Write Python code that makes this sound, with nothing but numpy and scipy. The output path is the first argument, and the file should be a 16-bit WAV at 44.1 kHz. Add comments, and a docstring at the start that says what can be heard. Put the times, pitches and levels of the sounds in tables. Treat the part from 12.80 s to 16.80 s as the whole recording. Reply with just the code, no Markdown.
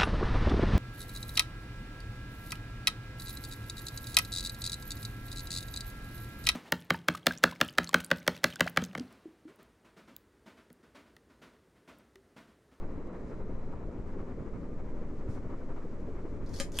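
"""A small room, just under a steadily turning five-bladed ceiling fan. Each blade pushes a pressure
wave and a swish of air past the microphone, over a faint motor hum. A sleeve brushes and something
bumps softly as an arm is raised; the bead chain rattles taut, and the pull switch clicks in and
snaps back, ringing its brass housing."""
import sys
import numpy as np
from scipy import signal
from scipy.fft import rfft, irfft, next_fast_len
from scipy.io import wavfile
from scipy.ndimage import map_coordinates

SR = 44100
rng = np.random.default_rng(int(sys.argv[2]) if len(sys.argv) > 2 else 0)


def dump(signal):
    """Clip the signal to [-1, 1] and save it as 16-bit WAV at the path in sys.argv[1]."""
    limited = np.clip(np.atleast_2d(signal).T, -1, 1)
    pcm = np.round(limited * 32767).astype(np.int16)
    wavfile.write(sys.argv[1], SR, pcm)


N = 176400

BLADES, BLADE_PASS_HZ, FIRST_PASS_S = 5, 12.256, .017


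# Stereo tilt of the fan: (frequency [Hz], left over right [dB])
FAN_TILT = [(60, 1), (180, 1.0), (530, 0), (1560, 1), (4640, 0.5), (13800, 9)]

def fan():
    """The whole fan: air moved by the blades over the motor, leaning left in the treble."""
    mix = motor() + pressure_wave() + moving_air() + hiss() + eddies()
    return filtered(mix, lambda hz: amp(along(FAN_TILT, hz) * np.array([[.5], [-.5]])))


# Partials of the throb: (multiple of the blade rate, level [dB])
THROB_PARTIALS = [(1, -34.5), (2, -100), (4, -52.5)]
# Fader ride on the throb: (time [s], gain [dB])
THROB_RIDE = [(0, 3), (.35, -13), (.8, 0.5), (1.1, -11.5), (1.4, -2.5), (1.7, -20.5), (1.97, -0.5),
              (2.35, -1), (2.7, -6.5), (2.9, -1), (3.7, -5), (4, -7.5)]

def pressure_wave():
    """Each passing blade pushes a pressure wave: a sub-bass throb."""
    throb = sum(amp(db) * np.sqrt(2) * np.cos(k * blade_phase()) for k, db in THROB_PARTIALS)
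    return ride(THROB_RIDE) * throb


# EQ of the low buffet, the mid downwash and the brighter swish: (frequency [Hz], gain [dB])
BUFFET_EQ = [(15, 2.5), (28, 4.5), (50, 0.5), (80, -1.5), (130, -8.5), (250, -9.5), (600, -60),
             (2000, -120)]
WASH_EQ = [(40, -5), (110, -2.5), (180, -1), (290, 1), (325, -0.5), (410, -1.5), (550, -5.5), (680, -14),
           (1100, -43), (2500, -63), (6000, -120)]
SWISH_EQ = [(250, -5.5), (500, 1), (700, -3), (950, -0.5), (1250, -4.5), (1600, -11), (2230, -15.5),
            (2700, -23.5), (4000, -37), (9000, -63), (13000, -120)]
# Fader rides, gusts on the buffet and slow drift on all three: (time [s], gain [dB])
GUST_RIDE = [(0, -3), (.75, -1), (1.3, -0.5), (1.7, 0.5), (2.1, -4), (2.55, 3.5), (3.05, -6.5), (3.45, 0.5),
             (3.8, 3.5), (4, 3.5)]
DRIFT_RIDE = [(0, 1.9), (1.1, 0.5), (1.4, 1.5), (2, 1), (3.2, 0.8), (3.9, 0)]

def moving_air():
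    """Air buffets the microphone, washes down from the blades and swishes off their tips."""
    buffet = airflow(BUFFET_EQ, db=-43, swing_db=1, lag_s=.033, turn_db=0, rough_db=1.4, stereo_db=2.5)
    wash = airflow(WASH_EQ, db=-46, swing_db=1.25, lag_s=.016, turn_db=-.07, rough_db=.48)
    swish = airflow(SWISH_EQ, db=-56.5, swing_db=1.5, lag_s=.026, turn_db=.57, rough_db=2.2)
    return ride(DRIFT_RIDE) * (ride(GUST_RIDE) * buffet + wash + swish)


# Puffs of air: (time [s], level [dB], band centre [Hz])
EDDY_PUFFS = [(0.296, -57, 935), (0.701, -47.5, 430), (0.937, -48, 840), (1.088, -40.5, 350),
              (1.368, -36.5, 288), (1.204, -39.5, 110), (1.615, -35.5, 106), (2.143, -45, 426),
              (2.581, -50, 875), (2.654, -49, 355), (2.741, -54.5, 1010), (2.815, -56.5, 1050),
              (3.058, -38.5, 305), (3.288, -38.5, 357), (3.45, -37, 314)]

def eddies(width_s=.005, width_octaves=.45):
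    """Now and then a blade cuts an eddy with a short, soft puff."""
    puffs = np.zeros(N)
    for at, db, centre_hz in EDDY_PUFFS:
        envelope = bell((clock() - at) / width_s)
        band = lambda hz: bell(np.log2((hz + 1) / centre_hz) / width_octaves)
        puff = envelope * filtered(rng.standard_normal(N), band)
        puffs += amp(db) * puff * np.linalg.norm(envelope) / np.linalg.norm(puff)
    return puffs


# EQ of the hiss: (frequency [Hz], gain [dB])
HISS_EQ = [(300, 8), (1200, 17.5), (2200, 13.5), (2700, 5), (3400, 2.5), (4300, 1.4), (7400, 0),
           (8600, -6.5), (10700, -14.5), (11900, -11), (13000, -28), (15000, -25)]
# Fader ride on the hiss: (time [s], gain [dB])
HISS_RIDE = [(0, 1), (.44, 2.5), (.52, 3.5), (.6, 1.5), (1.15, 1.5), (2.1, 2.5), (2.35, 3.5), (3.5, 3.5)]

def hiss():
    """The airy top end of the fan, fluttering lightly with the blades."""
    air = airflow(HISS_EQ, db=-69, swing_db=.5, lag_s=.0016, turn_db=.3, rough_db=.93)
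    return ride(HISS_RIDE) * air


# Click in, snap back: (time [s], level [dB], ring send [dB])
SWITCH_SNAPS = [(3.8005, -23.5, -11.5), (3.9882, -20, -31)]
# One EQ a snap, full going in and thinner springing back: (frequency [Hz], gain [dB])
CRACK_EQS = [
    [(250, 10), (700, 0), (1500, 5.5), (2400, 0.5), (3200, 6.5), (4300, 0.5), (4900, 3), (6000, -5.5),
     (7100, 2), (7700, -13), (8400, -3), (9100, -11), (9850, -0.5), (10700, -5.5), (12500, -13),
     (14000, -23)],
    [(250, -16), (800, -5), (1500, 3.5), (2250, -5), (3000, 11.5), (3900, 0.5), (4700, -12), (5150, 1.5),
     (5700, -9), (6700, -2), (7700, -3), (8400, -1.5), (9400, -12), (10300, -4), (11800, -3), (14000, -17)],
]
# Modes of the brass housing: (frequency [Hz], gain [dB], t60 [s])
HOUSING_MODES = [(550, 7.5, .1), (808, -10, .09), (1222, -6.5, .11), (1715, -2.5, .09), (2055, -10, .09),
                 (3110, -4.5, .09), (3225, -6.5, .09), (4030, -6, .09), (4985, -13, .1), (5383, -15, .1),
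                 (6390, -15, .08), (7030, -11, .1), (8430, -19, .09)]

def switch(impact_db=-2, impact_t60=.0025, rattle_db=-4, rattle_t60=.015, ring_attack_s=.0049):
    """Each snap of the ratchet cracks, a hard impact with a short rattle, and rings the housing."""
    t, cracks, rings = clock(), np.zeros(N), np.zeros(N)
    for (at, db, ring_db), eq in zip(SWITCH_SNAPS, CRACK_EQS):
        envelope = amp(impact_db) * dying(at, impact_t60) + amp(rattle_db) * dying(at, rattle_t60)
        cracks += amp(db) * coloured(envelope * rng.standard_normal(N), eq)
        attack = 1 - np.exp(-np.abs(t - at) / ring_attack_s)
        for hz, mode_db, t60 in HOUSING_MODES:
            gain = amp(db + ring_db + mode_db + rng.normal(0, 1))
            tone = np.sin(2 * np.pi * (hz * (t - at) + rng.random()))
            rings += gain * attack * dying(at, t60) * tone
    return cracks, rings


# Beads slipping over the rim of the switch: (time [s], level [dB], scrape relative to tick [dB])
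BEAD_TICKS = [(3.6612, -59, -4), (3.6921, -57.5, -18), (3.7345, -58.5, 0), (3.74, -44, -17),
              (3.7622, -44.5, -19), (3.787, -44, -18), (3.9194, -49, -32), (3.9424, -48.5, -22),
              (3.9546, -48, -24), (3.9694, -42, -19)]
# Chain sliding under tension: (start [s], end [s], final level [dB])
CHAIN_SLIDES = [(3.682, 3.814, -57.5), (3.932, 4, -47.5)]
# EQ of one bead's scrape, and the rasp over the whole chain: (frequency [Hz], gain [dB])
SCRAPE_EQ = [(3000, -25), (4200, -6), (4500, 0), (5300, -5), (7000, -22), (12000, -45)]
RASP_EQ = [(800, -25), (1600, 3), (2600, -6), (3300, 2.5), (3900, -1), (4600, 3), (5600, 3.5), (7100, 3),
           (7750, -6), (8450, -2), (9200, -8), (10300, -4), (11200, -10), (11950, -5), (12700, -11),
           (15000, -28)]

def chain(tick_t60=.012, scrape_t60=.03, crescendo_db=17.5, grains_per_s=2300):
    """Beads tick and scrape over the rim, with a fine grating that grows as the chain tightens."""
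    t, contacts = clock(), []
    scrape_noise = coloured(rng.standard_normal(N), SCRAPE_EQ)
    for at, db, scrape_db in BEAD_TICKS:
        tick = dying(at, tick_t60) * rng.standard_normal(N)
        scrape = amp(scrape_db) * dying(at, scrape_t60) * scrape_noise
        contacts.append(amp(db) * (tick + scrape))
    for start, end, db in CHAIN_SLIDES:
        grains = unit(rng.standard_normal(N) * (rng.random(N) < grains_per_s / SR))
        slack = np.clip((end - t) / (end - start), 0, 1)
        contacts.append((t > start) * (t < end) * amp(db - crescendo_db * slack) * grains)
    rattle = sum(room(contact, wet_db=3, coherence=.38) for contact in contacts)
    return np.array([coloured(channel, RASP_EQ) for channel in rattle])


def bump(at_s=2.495, width_s=.0025, db=-27):
    """One soft, low push as the arm starts to move."""
    offset = (clock() - at_s) / width_s
    return amp(db) * (1 - offset ** 2) * bell(offset)


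# EQ of the cloth: (frequency [Hz], gain [dB])
CLOTH_EQ = [(1500, -1), (3000, -3), (6500, 2), (9000, -3), (12000, -7), (14500, -24)]

def sleeve(start_s=2.474, rise_s=.032, end_s=2.615, fall_s=.063, db=-67.5, dull_hz=9000):
    """A brief brush of cloth as the arm goes up, growing duller as it slows."""
    t, bright = clock(), stereo_noise(CLOTH_EQ)
    dull = filtered(bright, lambda hz: 1 / (1 + (hz / dull_hz) ** 4))
    slowed = np.clip((t - start_s) / (end_s - start_s), 0, 1)
    envelope = np.clip((t - start_s) / rise_s, 0, 1) * np.clip((end_s - t) / fall_s, 0, 1)
    return amp(db) * envelope * ((1 - slowed) * bright + slowed * dull)


# Partials of the hum: (frequency [Hz], level [dB])
HUM_PARTIALS = [(120, -63), (180, -60.5), (240, -63.5), (1200, -80)]
# Narrow band of the whine: (frequency [Hz], gain [dB])
WHINE_EQ = [(3000, -60), (3800, -16), (3920, 0), (4000, 0), (4120, -16), (5000, -60), (6000, -120)]
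# Fader ride on the whine: (time [s], level [dB])
WHINE_RIDE = [(.95, -86.5), (1.1, -95)]

def motor(waver_db=4.8, wavers_per_s=3.8):
    """The motor's faint bed: a hum whose partials waver in level, and a thin whine."""
    hum = np.zeros(N)
    for hz, db in HUM_PARTIALS:
        gain = amp(db + waver_db * wobble(wavers_per_s))
        hum += gain * np.sqrt(2) * np.sin(2 * np.pi * (hz * clock() + rng.random()))
    return hum + ride(WHINE_RIDE) * stereo_noise(WHINE_EQ)


# Reverb time of the room: (frequency [Hz], t60 [s])
ROOM_DECAY = [(300, 0.14), (1000, 0.19), (3000, 0.15), (7000, 0.17), (14000, 0.16)]

def room(dry, wet_db, coherence, predelay_s=.0025):
    """Ceiling and shelves answer with a short, dense tail, a fresh one for each sound."""
    hz, t, noise = signal.stft(rng.standard_normal((2, SR // 4)), SR, nperseg=256)
    decay = amp(-60 * t / along(ROOM_DECAY, hz)[:, None])
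    mid, side = signal.istft(noise * decay, SR, nperseg=256)[1]
    spread = np.arccos(coherence) / 2
    tail = np.cos(spread) * mid + np.sin(spread) * np.array([side, -side])
    tail = np.pad(tail / np.linalg.norm(tail[0]), ((0, 0), (int(predelay_s * SR), 0)))
    onset = np.argmax(np.abs(dry) > 1e-9)
    wet = signal.fftconvolve(dry[None, onset:], tail, axes=1)[:, :N - onset]
    return dry + amp(wet_db) * np.pad(wet, ((0, 0), (onset, 0)))


def airflow(eq, db, swing_db, lag_s, turn_db, rough_db, stereo_db=0):
    """Noise that swells lag_s behind each blade, a little once a turn, and at random."""
    phase = blade_phase() - 2 * np.pi * BLADE_PASS_HZ * lag_s
    swell_db = swing_db * np.cos(phase) + turn_db * np.cos(phase / BLADES - np.pi / 3)
    swell_db += rough_db * wobble(40)
    gusts_db = stereo_db * np.array([wobble(30.05), wobble(30)])  # left and right gust separately
    return amp(db) * unit(amp(swell_db + gusts_db) * stereo_noise(eq))


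# Stereo image of the noise layers: (frequency [Hz], left-right coherence [0-1])
NOISE_COHERENCE = [(60, 1), (130, 1), (280, 0.94), (620, 0.8), (1340, 0.69), (2900, 0.45), (6300, 0.7),
                   (13800, 0.12)]

def stereo_noise(eq):
    """Equalised noise of rms 1, nearly mono in the bass."""
    def response(hz):
        spread = np.arccos(np.clip(along(NOISE_COHERENCE, hz), -1, .995)) / 2
        return amp(along(eq, hz)) * [np.cos(spread), np.sin(spread)]
    mid, side = filtered(rng.standard_normal((2, N)), response)
    return unit(np.array([mid + side, mid - side]))


def blade_phase():
    """Radians of the blade cycle, zero as a blade passes."""
    return 2 * np.pi * BLADE_PASS_HZ * (clock() - FIRST_PASS_S)


def coloured(x, eq, size=2048):
    """Minimum-phase EQ: no pre-ring, and white noise keeps its power."""
    gain = unit(amp(along(eq, np.fft.rfftfreq(size, 1 / SR))))
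    cepstrum = irfft(np.log(gain + 1e-6))
    cepstrum[1:size // 2] *= 2
    cepstrum[size // 2 + 1:] = 0
    return signal.fftconvolve(x, irfft(np.exp(rfft(cepstrum))))[:N]


def filtered(x, response):
    """Filter x by a function of frequency."""
    size = next_fast_len(N + SR // 2)
    return irfft(rfft(x, size) * response(np.fft.rfftfreq(size, 1 / SR)), size)[..., :N]


def dying(start, t60):
    """Sudden onset, exponential decay."""
    age = clock() - start
    return (age >= 0) * amp(-60 * np.abs(age) / t60)


def wobble(rate):
    """A smooth random curve, rate knots a second."""
    return map_coordinates(rng.standard_normal(int(N * rate / SR) + 4), [clock() * rate])


def ride(points):
    """Fader curve through (time [s], gain [dB]) points."""
    return amp(np.interp(clock(), *np.transpose(points)))


def along(points, hz):
    """Read (frequency [Hz], value) points on a log axis."""
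    knots_hz, values = np.transpose(points)
    return np.interp(np.log(hz + 1), np.log(knots_hz + 1), values)


def bell(x):
    """Gaussian of height 1."""
    return np.exp(-.5 * x ** 2)


def amp(db):
    """Decibels to gain."""
    return 10 ** (np.asarray(db) / 20)


def unit(x):
    """Scale to rms 1."""
    return x / np.sqrt(np.mean(x ** 2) + 1e-20)


def clock():
    """Time of every sample."""
    return np.arange(N) / SR


def scene(pull_pan_db=.5):
    """The fan overhead and the arm going up, with chain and switch a touch left of centre."""
    cracks, rings = switch()
    pull = chain() + room(cracks, wet_db=0, coherence=.29) + room(rings, wet_db=-16, coherence=0)
    pan = amp(pull_pan_db * np.array([[1], [-1]]))
    return fan() + sleeve() + bump() + pan * pull


def record(dry):
    """Sound reaches the left side of the microphone a little late; the very top is cut off."""
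    left_lag_s, top_hz = 1.5e-5, 14400
    delays_s = left_lag_s * np.array([[.5], [-.5]])
    return filtered(dry, lambda hz: (hz < top_hz) * np.exp(-2j * np.pi * hz * delays_s))


dry = scene()
out = record(dry)
dump(out)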